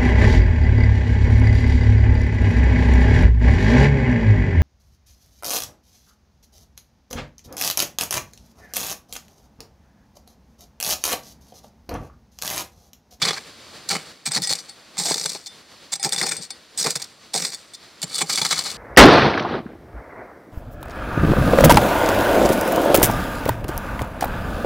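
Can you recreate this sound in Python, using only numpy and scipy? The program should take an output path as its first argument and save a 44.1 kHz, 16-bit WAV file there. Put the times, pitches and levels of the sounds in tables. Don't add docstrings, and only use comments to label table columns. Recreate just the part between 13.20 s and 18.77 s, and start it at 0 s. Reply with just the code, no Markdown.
import sys
import numpy as np
from scipy.fft import rfft, irfft, next_fast_len
from scipy.io import wavfile
from scipy.ndimage import uniform_filter1d

SR = 44100
rng = np.random.default_rng(int(sys.argv[2]) if len(sys.argv) > 2 else 0)


def wav_out(sig):
    wavfile.write(sys.argv[1], SR, np.round(np.clip(np.atleast_2d(sig).T, -1, 1) * 32767).astype(np.int16))


N = 245624
BLOW_SIZE = 16384
FULL_SIZE = next_fast_len(N + BLOW_SIZE)
TIME, BLOW_TIME = np.arange(N) / SR, np.arange(BLOW_SIZE) / SR
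HZ, BLOW_HZ = np.fft.rfftfreq(FULL_SIZE, 1 / SR), np.fft.rfftfreq(BLOW_SIZE, 1 / SR)
LEFT_RIGHT = np.array([[1], [-1]])

# (time [s], contact time scale [s], level [dB], weight as low-mid colour [dB], loudest pitch [Hz])
GRIT_BITES = [(0.017, 0.0089, -15.5, 0.5, 3570), (0.021, 0.021, -15.5, 2.5, 3660),
              (0.046, 0.018, -18, 3, 4300), (0.0734, 0.027, -17.3, 5.5, 3930), (0.102, 0.017, -21, 7, 2380),
              (0.1227, 0.038, -28.5, 3, 4240), (0.163, 0.025, -28.5, 7, 1790),
              (0.688, 0.0085, -18, -6, 5900), (0.699, 0.034, -19, 4.5, 4230),
              (0.7505, 0.01, -21.5, 10, 2040), (1.055, 0.029, -20.5, -1, 8120), (1.108, 0.02, -29, 7, 8100),
              (1.132, .034, -20, -0.5, 4300), (1.1589, 0.022, -17, 6, 4400), (1.219, 0.041, -24, -6, 4900),
              (1.29, .031, -18, -3, 4300), (1.326, 0.0042, -15.5, 1, 4340), (1.334, 0.0017, -10, -11, 4460),
              (1.381, .025, -32, -2.5, 4650), (1.477, 0.027, -42, 1, 4460), (1.769, .006, -32, 10, 3640),
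              (1.7772, 0.045, -21, -2, 7600), (1.851, 0.028, -20, -4, 7550), (1.879, 0.05, -21, -2, 8000),
              (1.9162, 0.01, -18.5, 5.5, 4420), (1.9417, 0.0064, -16.5, -6, 4440),
              (1.979, 0.0082, -22, -4, 5530), (2.011, 0.0051, -23.5, 2, 5840),
              (2.055, 0.011, -17.5, 2.5, 8060), (2.092, .012, -24.5, -34, 5700),
              (2.147, 0.021, -30.5, 1.5, 824), (2.2586, 0.02, -31, -10, 4300),
              (2.7192, 0.025, -19.5, 0.5, 7460), (2.754, 0.0085, -24.5, -0.5, 5000),
              (2.828, .004, -16.5, -3, 6700), (2.835, .033, -18, 4, 4800), (2.891, 0.0048, -22.5, -8, 4800),
              (2.9205, 0.025, -20, 4.5, 8300), (2.977, 0.029, -21.5, 0, 4700),
              (3.0115, 0.009, -18, 12.5, 2160), (3.028, .016, -22.5, 13, 8300),
              (3.056, 0.022, -22.5, 1.5, 4870), (3.084, 0.017, -21.5, -1.5, 8600),
              (3.109, 0.03, -22, 6, 8120), (3.2095, 0.045, -33, -5, 4530), (3.303, 0.01, -30, 1.5, 4460),
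              (3.575, 0.0056, -21.5, -10, 8100), (3.576, .045, -24, -4.5, 8000),
              (3.5866, .033, -23, -13, 5000), (3.6266, 0.0053, -18.3, -22, 5370),
              (3.642, 0.0075, -18.5, 4, 5240), (3.66, 0.019, -18, 8, 870), (3.7024, 0.013, -19.5, -4, 8250),
              (3.7528, 0.02, -21, 1, 8800), (3.797, 0.017, -34, 5, 4680), (3.8175, 0.011, -24.5, -3, 4530),
              (3.841, 0.007, -31.5, -17, 4400), (4.1343, 0.014, -23.5, -1.5, 4400),
              (4.1467, 0.038, -20.5, -2.5, 8630), (4.193, 0.0023, -25, 7, 5650),
              (4.22, .0044, -21, -8, 5630), (4.2486, 0.01, -18, 0, 4120), (4.316, 0.034, -30.5, 2.5, 4600),
              (4.5387, 0.017, -35, -20, 4360), (4.827, 0.017, -21, -0.5, 7150),
              (4.951, 0.012, -20, -19, 4450), (4.978, 0.03, -22, -7, 8150), (5.008, 0.017, -15.5, 6, 8100),
              (5.0923, 0.025, -19, 1.5, 4600), (5.127, .013, -18, -9, 4600),
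              (5.152, 0.014, -18.5, -14, 4570), (5.1732, 0.022, -17.5, 4, 4550),
              (5.2115, .022, -17.5, 2.5, 4400), (5.249, 0.013, -15.5, 4, 4000),
              (5.3062, 0.034, -15.5, 3.5, 3900), (5.3537, 0.058, -25.5, 3.5, 4100),
              (5.389, 0.0066, -16.5, -4.5, 4080), (5.45, 0.046, -27, 3, 4110),
              (5.502, .008, -27.5, -13, 4100)]
# (frequency [Hz], width [Hz], relative level dragged flat [dB], relative level held by the edge [dB])
BLADE_MODES = [(797, 36, 8.5, 5), (1205, 140, -23.5, 6.5), (1800, 11, -5, -34), (2230, 43, -17, 2),
               (2360, 52, 1, 1.5), (3006, 105, -33, 11.5), (3432, 89, -20, 13.5), (3572, 77, 8, -18),
               (3950, 61, -2, 2), (4400, 89, -2, 4), (4460, 41, -12, -16), (4875, 36, 4, -29),
               (5180, 27, -13, -6), (5545, 140, 2.5, -21), (5970, 31, 3, 0), (6750, 80, 2.5, -52),
               (7172, 25, 1, 2.5), (7450, 19, -1, -5), (8120, 40, 7, 1), (8270, 43, 8, -8),
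               (8750, 130, -3.5, -38), (9500, 150, -9, 5.5)]
# (frequency [Hz], relative level [dB])
CRUSHED_GRIT = [(100, -21.5), (350, -13.5), (750, -7), (1400, -5), (2200, -1), (2950, -10), (3600, -2),
                (4400, 3.5), (6200, 1), (8300, 0.5), (10000, -9.5), (12000, -14), (16000, -19)]
TREBLE_SAG_DB_PER_S = 4
BRIGHT_DB_PER_OCTAVE, USUAL_PITCH_HZ = 0.5, 5000


def bites(pitch_db=3, pitch_width_hz=300, scatter_db=4, ring_db=-1, slip_db=2.5):
    out = np.zeros(N)
    modes = resonances(BLADE_MODES, BLOW_HZ)
    flat_db, edge_db = np.array(BLADE_MODES).T[2:]
    grit = colour(CRUSHED_GRIT, BLOW_HZ)
    for s, length, db, low_db, pitch_hz in GRIT_BITES + pebbles():
        pulled, free_db, edge, treble_db = stroke_at(s)
        treble_db = treble_db - TREBLE_SAG_DB_PER_S * pulled
        treble_db = treble_db + BRIGHT_DB_PER_OCTAVE * np.log2(pitch_hz / USUAL_PITCH_HZ)
        held_db = flat_db + edge * (edge_db - flat_db)
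        mode_db = held_db + scatter_db * rng.standard_normal(len(BLADE_MODES))
        steel = (from_db(ring_db + free_db + mode_db)[:, None] * modes).sum(0)
        loudest = from_db(pitch_db) * resonances([(pitch_hz, pitch_width_hz)], BLOW_HZ)[0]
        tilt = colour([(2000, low_db), (3700, 0), (5500, 0), (7800, treble_db)], BLOW_HZ)
        tone = causal(grit * tilt)
        texture = grains(BLOW_SIZE, per_s=3200, spread_db=3.0, dust_db=-5.5)
        slips = from_db(slip_db * drift(320, BLOW_TIME))
        add(out, s, blow(pressure(length), texture * slips, tone * (1 + loudest + steel), db))
    return out


PEBBLES_PER_S, PEBBLE_S, PEBBLE_DB, PEBBLE_SPREAD_DB, PEBBLE_WEIGHT_DB = 20, 0.0033, 7, 3.5, -14.5
PEBBLE_LOW_HZ, PEBBLE_HIGH_HZ = 4300, 5900


def pebbles():
    rows = []
    for s, build_up, length, fine_db, *_ in HOE_STROKES:
        place, level, pitch = rng.random((3, 24))
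        times = build_up + (np.arange(len(place)) + place) / PEBBLES_PER_S
        spread_db = PEBBLE_SPREAD_DB * (2 * level - 1)
        levels = fine_db + PEBBLE_DB + spread_db - PULL_SAG_DB_PER_S * times
        pitches = PEBBLE_LOW_HZ + pitch * (PEBBLE_HIGH_HZ - PEBBLE_LOW_HZ)
        for t, db, hz in zip(times, levels, pitches):
            if t < length:
                rows.append((s + t, PEBBLE_S, db, PEBBLE_WEIGHT_DB, hz))
    return rows


# (time [s], relative level [dB], ring time as a factor on T60 [1], favoured partial [Hz])
STONE_CLINKS = [(1.119, -16, 0.96, 8100), (1.176, -20, 0.43, 5090), (1.22, -18.5, 0.44, 4455),
                (1.237, -15.5, 1.16, 5090), (1.273, -14, 1.8, 8372), (1.495, -32, 1.8, 4455),
                (1.944, -21, 0.49, 4455), (2.266, -33.5, 3.8, 3562), (2.797, -28.5, 3.9, 797),
                (2.923, -14.5, 0.81, 3562), (2.962, -18, 0.78, 3562), (3.014, -17, 0.43, 2230),
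                (3.027, -16, 2.6, 4455), (3.167, -24, 4.4, 8372), (3.305, -26, 1.8, 4455),
                (3.576, -28, 0.45, 8100), (3.819, -27.5, 1.3, 4875), (4.141, -16.5, 1.04, 797),
                (4.346, -22, 0.8, 4455), (4.536, -34, 2.3, 3562), (4.818, -22.5, 1.1, 7172),
                (4.945, -17, 1.3, 9580), (5.155, -21, 0.67, 4455), (5.231, -19, 0.79, 4130),
                (5.265, -15.5, 0.49, 4130), (5.394, -19, 0.66, 4130)]
# (frequency [Hz], relative level [dB], T60 before the clink's factor [s])
RING_PARTIALS = [(797, -11, 0.055), (1913, -12, 0.16), (2230, -8.5, 0.036), (3562, -2, 0.063),
                 (4130, -1, 0.018), (4455, -2, 0.057), (4875, -1, 0.048), (5090, -4, 0.089),
                 (5900, -6.5, 0.024), (7172, -5.5, 0.031), (8100, 1, 0.051), (8372, 3.5, 0.024),
                 (9580, -7, 0.096)]
# (frequency [Hz], relative level [dB])
FINE_GRIT = [(1500, -36), (2900, -30), (3600, -1), (4400, 8.5), (6200, 2), (8300, 4.5), (10000, -6.5),
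             (12000, -8.5), (16000, -18)]


def clinks(level_db=3.5, scatter_db=3.0, favour_db=9, crack_db=-4, crack_t60=0.016):
    out = np.zeros(N)
    hz, mode_db, t60 = np.array(RING_PARTIALS).T[:, :, None]
    grit = causal(colour(FINE_GRIT, BLOW_HZ))
    for s, db, hold, favoured_hz in STONE_CLINKS:
        distance = abs(hz - favoured_hz)
        favoured = distance == distance.min()
        strength_db = mode_db + favour_db * favoured + scatter_db * rng.standard_normal(hz.shape)
        strength = from_db(strength_db) * rng.choice([-1, 1], hz.shape)
        decay = from_db(-60 * BLOW_TIME / (t60 * hold))
        ring = (strength * decay * np.sin(2 * np.pi * hz * BLOW_TIME)).sum(0)
        burst = rng.standard_normal(BLOW_SIZE) * from_db(-60 * BLOW_TIME / crack_t60)
        crack = irfft(rfft(burst) * grit)
        clink = ring / abs(ring).max() + from_db(crack_db) * crack / abs(crack).max()
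        add(out, s, from_db(db + level_db) * clink)
    return out


# (frequency [Hz], relative level [dB])
COARSE_CRUMBS = [(60, -55), (160, 18), (300, 5), (480, 13.5), (800, 0.5), (1400, 5.5), (2200, 9),
                 (3000, 0.5), (5000, -26)]


def drag(lumpy_db=1.0, ring_db=-1):
    fine_db, coarse_db = sliding_soil()
    _, free_db, edge, _ = stroke_at(TIME)
    lumps = lumpy_db * drift(130)
    modes = resonances(BLADE_MODES, HZ)
    flat, edged = [(from_db(db + ring_db)[:, None] * modes).sum(0) for db in np.array(BLADE_MODES).T[2:]]
    out = 0
    for db, spectrum, per_s in [(fine_db, FINE_GRIT, 2500), (coarse_db, COARSE_CRUMBS, 900)]:
        rub = from_db(db + lumps) * grains(N, per_s, spread_db=5.0, dust_db=-5.5)
        tone = colour(spectrum, HZ)
        tone = tone / np.sqrt(np.mean(abs(tone * (1 + flat)) ** 2))
        steel = rub * from_db(free_db)
        out = out + shaped(rub, tone)
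        out = out + shaped(steel * (1 - edge), tone * flat) + shaped(steel * edge, tone * edged)
    return out


PULL_SAG_DB_PER_S = 13.5
RELEASE_DB_PER_S, TRICKLE_DB, TRICKLE_DB_PER_S = 332, -8, 104
# (time [s], build-up [s], pull length [s], fine grit level [dB], coarse crumb level [dB],
#  relative blade ringing [dB], share held by the edge alone [0-1], treble colour [dB])
HOE_STROKES = [(0.012, 0.052, 0.059, -26, -29, -4, 0.99, -6),
               (0.69, .025, 0.075, -33, -34.5, 3, 0.66, -0.5),
               (1.031, 0.38, 0.33, -28, -34.5, 2.5, 0.51, 0), (1.775, 0.049, 0.36, -28, -40.5, 0, 0.23, -1),
               (2.715, 0.26, 0.45, -33.5, -36.5, 2.5, 0.03, 2),
               (3.565, 0.045, 0.15, -28, -36.5, -2.5, 0, 1.5),
               (4.133, .04, .15, -29, -37.5, -0.5, 0.02, 0.5), (4.808, 0.2, 0.192, -27, -37.5, 5, 0.83, 3),
               (5.046, 0.071, 0.48, -28.5, -40.5, 0, 0.9, 0.5)]


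def sliding_soil():
    gain = np.zeros((2, N))
    for s, build_up, length, fine_db, coarse_db, *_ in HOE_STROKES:
        pulled, after = np.clip(TIME - s, 0, length), np.maximum(TIME - s - length, 0)
        pull = np.minimum(pulled / build_up, 1) ** 2 * from_db(-PULL_SAG_DB_PER_S * pulled)
        stop = from_db(-RELEASE_DB_PER_S * after)
        trickle = from_db(TRICKLE_DB - TRICKLE_DB_PER_S * after)
        gain += from_db([[fine_db], [coarse_db]]) * pull * np.maximum(stop, trickle)
    return 20 * np.log10(gain + 1e-6)


def stroke_at(t, lead_s=.03):
    rows = np.array(HOE_STROKES)
    current = np.maximum(np.searchsorted(rows[:, 0], t + lead_s) - 1, 0)
    s, _, length, _, _, free_db, edge, treble_db = rows[current].T
    return np.clip(t - s, 0, length), free_db, edge, treble_db


# (time [s], contact time scale [s], ground thud level [dB], relative handle knock [dB], knock pitch [Hz])
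WEIGHT_THUDS = [(0.025, 0.019, -29.5, -47, 490), (0.105, 0.0095, -39, -25.5, 463),
                (0.715, 0.05, -34, -33.5, 710), (1.062, 0.043, -35.5, -51, 850),
                (1.157, 0.043, -31.5, -34, 310), (1.216, 0.0069, -32.5, -39, 800),
                (1.306, 0.011, -34, -29, 444), (1.779, 0.055, -37, -38, 820),
                (1.848, 0.059, -45, -31.5, 700), (1.909, 0.0091, -30.5, -18, 477),
                (1.955, 0.0095, -48, -30.5, 473), (2.048, 0.02, -42, -32.5, 870),
                (2.148, .013, -58, -32.5, 844), (2.848, 0.031, -31.5, -25.5, 780),
                (3.031, 0.025, -37, -29.5, 493), (3.179, 0.033, -41, -44, 472),
                (3.65, .037, -39, -24.5, 466), (3.758, 0.016, -36, -38, 470), (4.14, 0.033, -39, -26, 736),
                (4.831, 0.021, -31.5, -38, 613), (5.007, 0.036, -36.5, -32.5, 810),
                (5.214, 0.015, -31, -27.5, 864)]
# (frequency [Hz], width [Hz], relative level [dB])
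HANDLE_MODES = [(360, 46, -17), (438, 40, 2.5), (640, 990, -2.5), (797, 16, -23)]
# (frequency [Hz], relative level [dB])
PACKED_EARTH = [(20, -49), (60, -27), (110, -9.5), (160, -4.5), (210, -6), (280, -10), (600, -31),
                (2000, -59)]
THUD_HZ, THUD_PITCH_SPREAD = 162.3, 0.082


def thuds(handle_db=-1, knock_gain=3.2, thud_width_hz=34, knock_width_hz=45, crumble_db=-2, shock_t60=0.0058):
    out = np.zeros(N)
    soil = causal(colour(PACKED_EARTH, BLOW_HZ))
    handle = (from_db(np.array(HANDLE_MODES)[:, 2:]) * resonances(HANDLE_MODES, BLOW_HZ)).sum(0)
    soft = causal(colour([(150, -7), (330, 4.0), (850, 2.5), (2000, -23.0)], BLOW_HZ))
    shock = rms_one(from_db(-60 * BLOW_TIME / shock_t60))
    for s, length, thud_db, wood_db, knock_hz in WEIGHT_THUDS + jolts():
        thud_hz = THUD_HZ * np.exp(THUD_PITCH_SPREAD * rng.standard_normal())
        earth, knock = resonances([(thud_hz, thud_width_hz), (knock_hz, knock_width_hz)], BLOW_HZ)
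        force = pressure(length)
        crumble = from_db(crumble_db) * rng.standard_normal((2, BLOW_SIZE))
        add(out, s, blow(force, crumble[0] + shock / 20, soil * (0.4 + earth), thud_db))
        wood = soft * (handle + knock_gain * knock)
        add(out, s, blow(force, crumble[1], wood, wood_db + handle_db))
    return out


JOLT_LAG_S, JOLT_STRETCH, JOLT_GROUND_DB, JOLT_HANDLE_DB, JOLT_KNOCK_HZ = 0.003995, 1.01, -29, -24.5, 810


def jolts():
    rows = []
    for s, length, db, weight_db, _ in GRIT_BITES:
        jolt_db = db + weight_db
        rows.append((s + JOLT_LAG_S, length * JOLT_STRETCH,
                     jolt_db + JOLT_GROUND_DB, jolt_db + JOLT_HANDLE_DB, JOLT_KNOCK_HZ))
    return rows


# (frequency [Hz], level [dB])
HOE_SPREAD = [(60, -4), (200, -17), (800, -12), (1800, -22), (2800, -26), (4000, -28), (6000, -18),
              (8000, -13), (11000, -1.5), (12500, -14), (15000, -19)]
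# (frequency [Hz], phase [rad])
LEFT_PORT_LAG = [(4500, 0), (6200, 0.55), (7500, 0.41), (8500, .22), (9900, 0.52), (11000, 0.058)]
ENTRY_PAN_DB, PULL_PAN_DB_PER_S = -1, 10.5


def hillside(x, echo_db=-22, echo_t60=0.17):
    scatter = rng.standard_normal(BLOW_SIZE) * from_db(-60 * BLOW_TIME / 0.028)
    spread = np.tanh(2 * rms_one(rfft(scatter, FULL_SIZE).real))
    side = 1j * (spread * colour(HOE_SPREAD, HZ) - np.interp(HZ, *np.transpose(LEFT_PORT_LAG)) / 2)
    pan_db = uniform_filter1d(ENTRY_PAN_DB + PULL_PAN_DB_PER_S * stroke_at(TIME)[0], size=1024)
    direct = shaped(x, 1 + side * LEFT_RIGHT) * from_db(pan_db * LEFT_RIGHT / 2)
    decay = from_db(-60 * BLOW_TIME / echo_t60) * (1 - np.exp(-BLOW_TIME / 0.0084))
    tail = rms_one(rng.standard_normal(BLOW_SIZE) * decay)
    echo = rfft(tail, FULL_SIZE) / np.sqrt(BLOW_SIZE) * colour([(300, 5), (4000, -1), (12000, -6)], HZ)
    width = 1 + 1j * spread * colour(AIR_SPREAD, HZ) * LEFT_RIGHT
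    return direct + from_db(echo_db) * shaped(x, echo * width)


# (frequency [Hz], relative level [dB])
AIR_COLOUR = [(15, -51), (25, -21), (92, -5), (285, -3.5), (344, -2.5), (416, -6), (463, -3.5), (775, -7),
              (840, -9), (1070, -6), (2840, -9), (4610, -4.5), (5570, -12), (11600, -25), (16000, -35)]
# (frequency [Hz], level [dB])
AIR_SPREAD = [(60, -15), (400, -12.5), (900, -11), (2000, -24), (4000, -30), (5500, -11.5), (7500, 3),
              (10000, 0), (12500, -3), (15500, -18)]
# (time [s], level [dB])
HISS_LEVEL = [(0, -44), (.3, -45), (.91, -44.5), (.93, -50.5), (2.5, -49), (4.05, -51.5), (4.75, -48),
              (5.57, -41)]


def air(waver_db=1.93):
    mid, side = rng.standard_normal((2, N))
    tone = rms_one(colour(AIR_COLOUR, HZ))
    hiss = shaped(mid, tone) + shaped(side, tone * colour(AIR_SPREAD, HZ)) * LEFT_RIGHT
    return hiss * from_db(in_time(HISS_LEVEL)[0] + waver_db * drift(25))


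def grains(size, per_s, spread_db, dust_db):
    born = rng.random(size) < per_s / SR
    force, sign = rng.exponential(1, size), rng.choice([-1, 1], size)
    cracks = born * sign * from_db(spread_db * np.minimum(force, 4))
    return rms_one(rms_one(cracks) + from_db(dust_db) * rng.standard_normal(size))


def pressure(length):
    v = np.minimum(BLOW_TIME / length, 4)
    return (1 - np.exp(-8 * v)) * np.exp(-v ** 3)


def blow(force, texture, response, db):
    sound = irfft(rfft(force * texture) * response)
    return from_db(db) * rms_one(sound) * np.sqrt(np.mean(force ** 2))


def resonances(modes, hz):
    centre, width = np.array(modes).T[:2, :, None]
    return 1j * hz * width / (centre ** 2 - hz ** 2 + 1j * hz * width)


def causal(gain):
    cepstrum = irfft(np.log(gain + 1e-6))
    fold = 1 + np.sign(len(cepstrum) / 2 - np.arange(len(cepstrum)))
    fold[0] = 1
    return np.exp(rfft(cepstrum * fold))


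def colour(points, hz):
    at, db = np.transpose(points)
    return from_db(np.interp(np.log(hz + 1), np.log(at), db))


def shaped(x, gain):
    return irfft(rfft(x, FULL_SIZE) * gain, FULL_SIZE)[..., :N]


def drift(rate, t=TIME):
    points = rng.standard_normal(len(t) // 16)
    return rms_one(np.interp(t * rate, np.arange(len(points)), points))


def in_time(rows, t=TIME):
    s, *columns = np.transpose(rows)
    return [np.interp(t, s, c) for c in columns]


def from_db(db):
    return 10 ** (np.asarray(db) / 20)


def rms_one(x):
    return x / np.sqrt(np.mean(x ** 2) + 1e-20)


def add(out, s, sound):
    start = int(np.clip(s * SR, 0, N - 1))
    out[start:start + len(sound)] += sound[:N - start]


def scene():
    hoe = clinks() + drag() + thuds() + bites()
    return air() + hillside(hoe)


def record(dry, top=.5, rumble_hz=32, cutoff_hz=16000):
    rounded = dry / (1 + (dry / top) ** 4) ** (1 / 4)
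    no_rumble = HZ ** 2 / np.hypot(HZ ** 2, rumble_hz ** 2)
    top_cut = 1 / np.sqrt(1 + (HZ / cutoff_hz) ** 200)
    return shaped(rounded, no_rumble * top_cut)


dry = scene()
out = record(dry)
wav_out(out)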